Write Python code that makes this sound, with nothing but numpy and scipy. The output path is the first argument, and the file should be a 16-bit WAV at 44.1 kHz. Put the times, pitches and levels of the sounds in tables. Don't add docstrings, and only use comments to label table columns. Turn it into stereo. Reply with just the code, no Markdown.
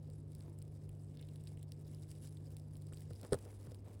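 import sys
import numpy as np
from scipy import signal
from scipy.fft import rfft, irfft
from scipy.io import wavfile
from scipy.ndimage import uniform_filter1d

SR = 44100
rng = np.random.default_rng(int(sys.argv[2]) if len(sys.argv) > 2 else 0)


def wav_record(signal):
    frames = np.transpose(np.atleast_2d(signal))
    bounded = np.clip(frames, -1, 1)
    quanta = np.round(bounded * 32767).astype(np.int16)
    wavfile.write(sys.argv[1], SR, quanta)


N = 176400
TIME_S = np.arange(N) / SR


def undb(db):
    return 10 ** (np.asarray(db) / 20)


def unit(x):
    return x / np.sqrt(np.mean(x ** 2))


def curve(rows):
    return undb(np.interp(TIME_S, *np.array(rows).T))


def arch(start_s, length_s):
    return np.sin(np.pi * np.clip((TIME_S - start_s) / length_s, 0, 1))


def drift(rate_hz):
    span = int(SR / rate_hz)
    smoothed = uniform_filter1d(rng.standard_normal(N), span, mode="wrap")
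    return unit(uniform_filter1d(smoothed, span, mode="wrap"))


def add(track, start_s, sound):
    i = int(start_s * SR)
    track[..., i:i + sound.shape[-1]] += sound[..., :N - i]


def pan(left_over_right_db):
    return undb(np.array([[left_over_right_db], [-left_over_right_db]]) / 2)


def colour(x, points):
    hz, db = np.array(points).T
    gain = unit(undb(np.interp(np.log(np.fft.rfftfreq(N, 1 / SR) + 1), np.log(hz), db)))
    cepstrum = irfft(np.log(gain), N)
    cepstrum[1:N // 2] *= 2
    cepstrum[N // 2 + 1:] = 0
    return irfft(rfft(x) * np.exp(rfft(cepstrum)), N)


def resonance(x, hz, width, stages=1):
    for _ in range(stages):
        x = signal.lfilter(*signal.iirpeak(hz, 1 / width, fs=SR), x)
    return x


def snap(spray_db, decay_s):
    t = np.arange(1024) / SR
    spray = rng.standard_normal(len(t)) ** 3 * np.exp(-t / decay_s)
    return (t == 0) + undb(spray_db) * spray / np.linalg.norm(spray)


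def patter(contacts_per_s, spread_db=3.7, friction_db=-7):
    hit = rng.random(N) < contacts_per_s / SR
    size = undb(spread_db * np.minimum(rng.exponential(size=N), 4))
    contacts = unit(hit * size * np.sign(rng.standard_normal(N)))
    return contacts + undb(friction_db) * rng.standard_normal(N)


def ringing_patter(hz):
    return resonance(patter(contacts_per_s=170), hz, width=.2, stages=2)


# (frequency [Hz], phase [rad])
PORT_PHASE = [(0, 0), (1120, 2.1), (1980, 6.3), (2930, 7.1), (4650, 6.8), (5080, 6.1), (5770, 3.9),
              (6630, 3.0), (8440, 0.1), (9560, -0.2), (12100, -2.8), (13400, -3.5), (15600, -6.2),
              (16500, -6.1)]

def ports(x):
    lead_rad = np.interp(np.fft.rfftfreq(N, 1 / SR), *np.array(PORT_PHASE).T)
    shift = np.exp(.5j * np.array([lead_rad, -lead_rad]))
    return irfft(rfft(x) * shift, N) * pan(1)


# (frequency [Hz], relative density [dB])
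ROOM_COLOUR = [(20, -27.5), (32, -11.5), (45, 0.5), (70, 6), (115, 3), (180, -3), (280, -3), (400, -8),
               (550, -14), (750, -23.5), (1100, -34), (2000, -45.5), (4000, -43.5), (9000, -56),
               (16000, -77)]

def room(level_db=-56, pan_db=-4):
    air = rng.standard_normal(N) + rng.standard_normal((2, N))
    return unit(colour(air, ROOM_COLOUR)) * undb(level_db) * pan(pan_db)


# (frequency [Hz], left level [dB], right level [dB], end [s])
HUM_PARTIALS = [(100.04, -57, -51, 9), (150.06, -59.5, -49.3, 3.13)]

def hum(waver_db=.64, fade_s=.11):
    out = 0
    for hz, left_db, right_db, end_s in HUM_PARTIALS:
        tone = np.sqrt(2) * np.sin(2 * np.pi * hz * TIME_S)
        gate = np.clip((end_s - TIME_S) / fade_s + .5, 0, 1)
        out += undb([[left_db], [right_db]]) * tone * gate * undb(waver_db * drift(6.8))
    return out


# (time [s], level [dB])
RUSTLE_LEVEL = [(0, -75.5), (.36, -76.5), (.46, -65.5), (.58, -75.5), (3.2, -73.5), (3.245, -54),
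                (3.29, -67.5), (3.35, -57), (3.42, -68.5), (3.5, -61.5), (3.57, -72), (3.66, -65),
                (3.81, -75.5), (3.88, -63), (4, -71)]
# (frequency [Hz], relative density [dB])
RUBBING_COLOUR = [(200, -6), (450, 6), (900, -2.5), (1500, -13), (2200, -14.5), (5000, -25.5)]

def rustle(contacts_per_s=800):
    shared, left, right = (patter(contacts_per_s) for _ in range(3))
    grains = shared + np.array([left, right])
    return unit(colour(grains, RUBBING_COLOUR)) * curve(RUSTLE_LEVEL)


# (time [s], peak level [dB])
LOW_THUMPS = [(3.111, -45), (3.338, -36), (3.676, -41.5)]

def thumps(start_hz=145.7, end_hz=63.6, sag_s=.027, rise_s=.01):
    t = np.arange(SR // 4) / SR
    swell = t / rise_s * np.exp(1 - t / rise_s)
    hz = end_hz + (start_hz - end_hz) * np.exp(-t / sag_s)
    thump = swell * np.sin(2 * np.pi * np.cumsum(hz) / SR)
    out = np.zeros(N)
    for start_s, db in LOW_THUMPS:
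        add(out, start_s, undb(db) * thump)
    return out


# (time [s], thud level [dB], tilt [dB/octave], click level [dB])
WOOD_CONTACTS = [(2.9231, -49, 4, -69), (3.108, -42.5, -1, -56), (3.235, -45, -11.5, -62),
                 (3.249, -42, 0.5, -36), (3.3222, -25, -4, -33), (3.3244, -25, -13, -28.5),
                 (3.3268, -23, -9, -24.5), (3.3318, -25.5, 3, -14.5), (3.3427, -33, 2, -28),
                 (3.3442, -29, -6, -27), (3.46, -46, -2.5, -60), (3.67, -50.5, 2, -43),
                 (3.718, -44.5, -4, -51)]
# (frequency [Hz], gain [dB])
WOOD_MODES = [(171, -12), (275, -8.5), (399, -2), (481.7, 1), (615, -24), (886, -15.5), (1090, -13),
              (1260, -10), (1420, -11), (1690, -13)]
# (frequency [Hz], relative density [dB])
CONTACT_COLOUR = [(1000, 6.5), (2300, -28), (3100, 0), (4000, 0.5), (5500, 0.5), (7300, -7), (8700, 7),
                  (9800, 5.5), (11200, -29), (12700, 1), (15000, -15)]

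def knock(low_t60_s=.042, knee_hz=650, attack_s=.00085, pivot_hz=420, skew_rad=.59):
    t = np.arange(SR // 4) / SR
    attack = 1 - np.exp(-t / attack_s)
    body, clicks = np.zeros((2, N)), np.zeros(N)
    for start_s, thud_db, tilt_db_per_octave, click_db in WOOD_CONTACTS:
        for k, (hz, mode_db) in enumerate(WOOD_MODES):
            t60_s = low_t60_s / np.hypot(1, hz / knee_hz)
            phase_rad = skew_rad * (-1) ** k * np.array([[1], [-1]])
            ring = np.sin(2 * np.pi * hz * t + phase_rad) * attack * undb(-60 * t / t60_s)
            level_db = thud_db + mode_db + tilt_db_per_octave * np.log2(hz / pivot_hz)
            pan_db = -np.log2(hz / WOOD_MODES[0][0])
            add(body, start_s, ring * pan(pan_db) * undb(level_db))
        add(clicks, start_s, undb(click_db) * snap(spray_db=-34.5, decay_s=.0012))
    return body + ports(colour(clicks, CONTACT_COLOUR))


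# (time [s], length [s], level [dB], centre [Hz])
WING_FLUTTERS = [(0.062, 0.052, -66, 497), (0.427, 0.11, -61.5, 326), (.8, 0.1, -65.5, 370)]

def wings():
    out = 0
    for start_s, length_s, db, hz in WING_FLUTTERS:
        air = unit(resonance(rng.standard_normal(N), hz, width=.22, stages=2))
        out += undb(db) * air * arch(start_s, length_s)
    return ports(out)


def feet_on_wood(start_s=1.14, end_s=1.66, level_db=-80.5, swell_db=5):
    taps = sum(ringing_patter(hz) for hz in (1700, 2200, 2800, 3600))
    taps *= undb(swell_db * drift(35))
    gate = (TIME_S > start_s) & (TIME_S < end_s)
    return ports(unit(taps)) * undb(level_db) * gate


# (time [s], level [dB])
CRACKLE_LEVEL = [(0, -77), (.25, -81.5), (.42, -71.5), (.53, -78.5), (1.0, -77), (1.22, -74.5),
                 (1.58, -72.5), (1.69, -77), (1.9, -71), (2.2, -66.5), (2.35, -74), (2.7, -76.5),
                 (2.97, -70.5), (3.38, -68), (3.6, -70), (3.75, -72.5), (3.82, -83.5), (4, -69)]
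# (time [s], length [s], level [dB])
DRY_SCRAPES = [(0.405, 0.1, -93), (2.098, 0.024, -70), (2.204, 0.095, -64), (2.92, 0.15, -73.5),
               (3.32, 0.037, -54)]
# (frequency [Hz], relative density [dB])
PAPER_COLOUR = [(700, -12.5), (1500, -3.5), (2300, -9), (3300, -6), (4400, -5), (5500, 0), (6700, 4),
                (8300, -1.5), (10500, 0), (12500, -0.5), (15500, -7.5)]

def crackle(wander_db=3, broadband_db=-3, flurry_db=3.5, scatter_cutoff_hz=3500):
    rings = sum(unit(ringing_patter(hz)) * np.sqrt(hz) * undb(wander_db * drift(25))
                for hz in np.geomspace(1700, 14000, 9))
    steps = unit(rings) + undb(broadband_db) * patter(contacts_per_s=200)
    drive = unit(steps * undb(flurry_db * drift(87))) * curve(CRACKLE_LEVEL)
    scrape_gain = sum(undb(db) * arch(start_s, length_s) for start_s, length_s, db in DRY_SCRAPES)
    drive += scrape_gain * unit(unit(rings) + rng.standard_normal(N))
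    envelope = np.sqrt(uniform_filter1d(drive ** 2, 128) + 1e-18)
    lowpass = signal.butter(1, scatter_cutoff_hz, fs=SR, output="sos")
    scatter = signal.sosfilt(lowpass, envelope * rng.standard_normal((2, N)))
    return ports(colour(drive, PAPER_COLOUR)) + colour(scatter, PAPER_COLOUR)


# (time [s], snap level [dB], ring level [dB], ring pitch [Hz])
FIBRE_TICKS = [(0.101, -66, -73, 5000), (0.3202, -64, -76, 5200), (0.3509, -60, -67, 5800),
               (0.4076, -73, -66, 4000), (0.5882, -62, -82, 6000), (0.6189, -69, -66, 5000),
               (0.6246, -61, -77, 3000), (0.8928, -63, -72, 2900), (1.1725, -67, -66, 3900),
               (1.2133, -65, -77, 2000), (1.2265, -74, -64, 3600), (1.288, -76, -68, 3300),
               (1.3588, -67, -67, 4100), (1.4388, -66, -80, 5000), (1.473, -64, -60, 4200),
               (1.4772, -72, -66, 4800), (1.574, -72, -69, 2500), (1.6294, -60, -68, 3500),
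               (1.7205, -59, -57, 5000), (1.9475, -68, -65, 5300), (2.1147, -65, -59, 5700),
               (2.2734, -64, -62, 5700), (2.3713, -72, -66, 3500), (2.5679, -57, -64, 4700),
               (2.598, -67, -68, 5900), (2.755, -74, -69, 3700), (2.7688, -62, -75, 6000),
               (2.8208, -66, -71, 4650), (2.869, -66, -70, 5600), (2.9345, -63, -65, 2900),
               (2.9728, -67, -64, 4200), (3.007, -64, -68, 6300),  (3.0193, -66, -69, 2500),
               (3.1339, -66, -67, 4000), (3.2138, -58, -64, 6000), (3.2318, -65, -62, 5500),
               (3.7462, -63, -66, 4050)]
# (frequency [Hz], relative density [dB])
SNAP_COLOUR = [(2500, -20), (5500, -11), (7300, 0), (10500, 0), (15500, -5)]

def ticks(level_window_s=.0065):
    snaps, rings = np.zeros(N), np.zeros((2, N))
    for start_s, snap_db, ring_db, hz in FIBRE_TICKS:
        add(snaps, start_s, undb(snap_db) * snap(spray_db=-7, decay_s=.001))
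        shared, left, right = (snap(spray_db=0, decay_s=.0016) for _ in range(3))
        ring = resonance(shared + np.array([left, right]) / 2, hz, width=.35)
        add(rings, start_s, undb(ring_db) * np.sqrt(2) * ring / np.linalg.norm(ring))
    return np.sqrt(level_window_s * SR) * ports(colour(snaps, SNAP_COLOUR) + rings)


def scene():
    wasps = ticks() + crackle() + wings() + feet_on_wood()
    return wasps + knock() + thumps() + rustle() + hum() + room()


def record(dry):
    low_cut = signal.butter(2, 35, "high", fs=SR, output="sos")
    high_cut = signal.ellip(8, .2, 70, 16300, fs=SR, output="sos")
    return signal.sosfilt(high_cut, signal.sosfilt(low_cut, dry))


dry = scene()
out = record(dry)
wav_record(out)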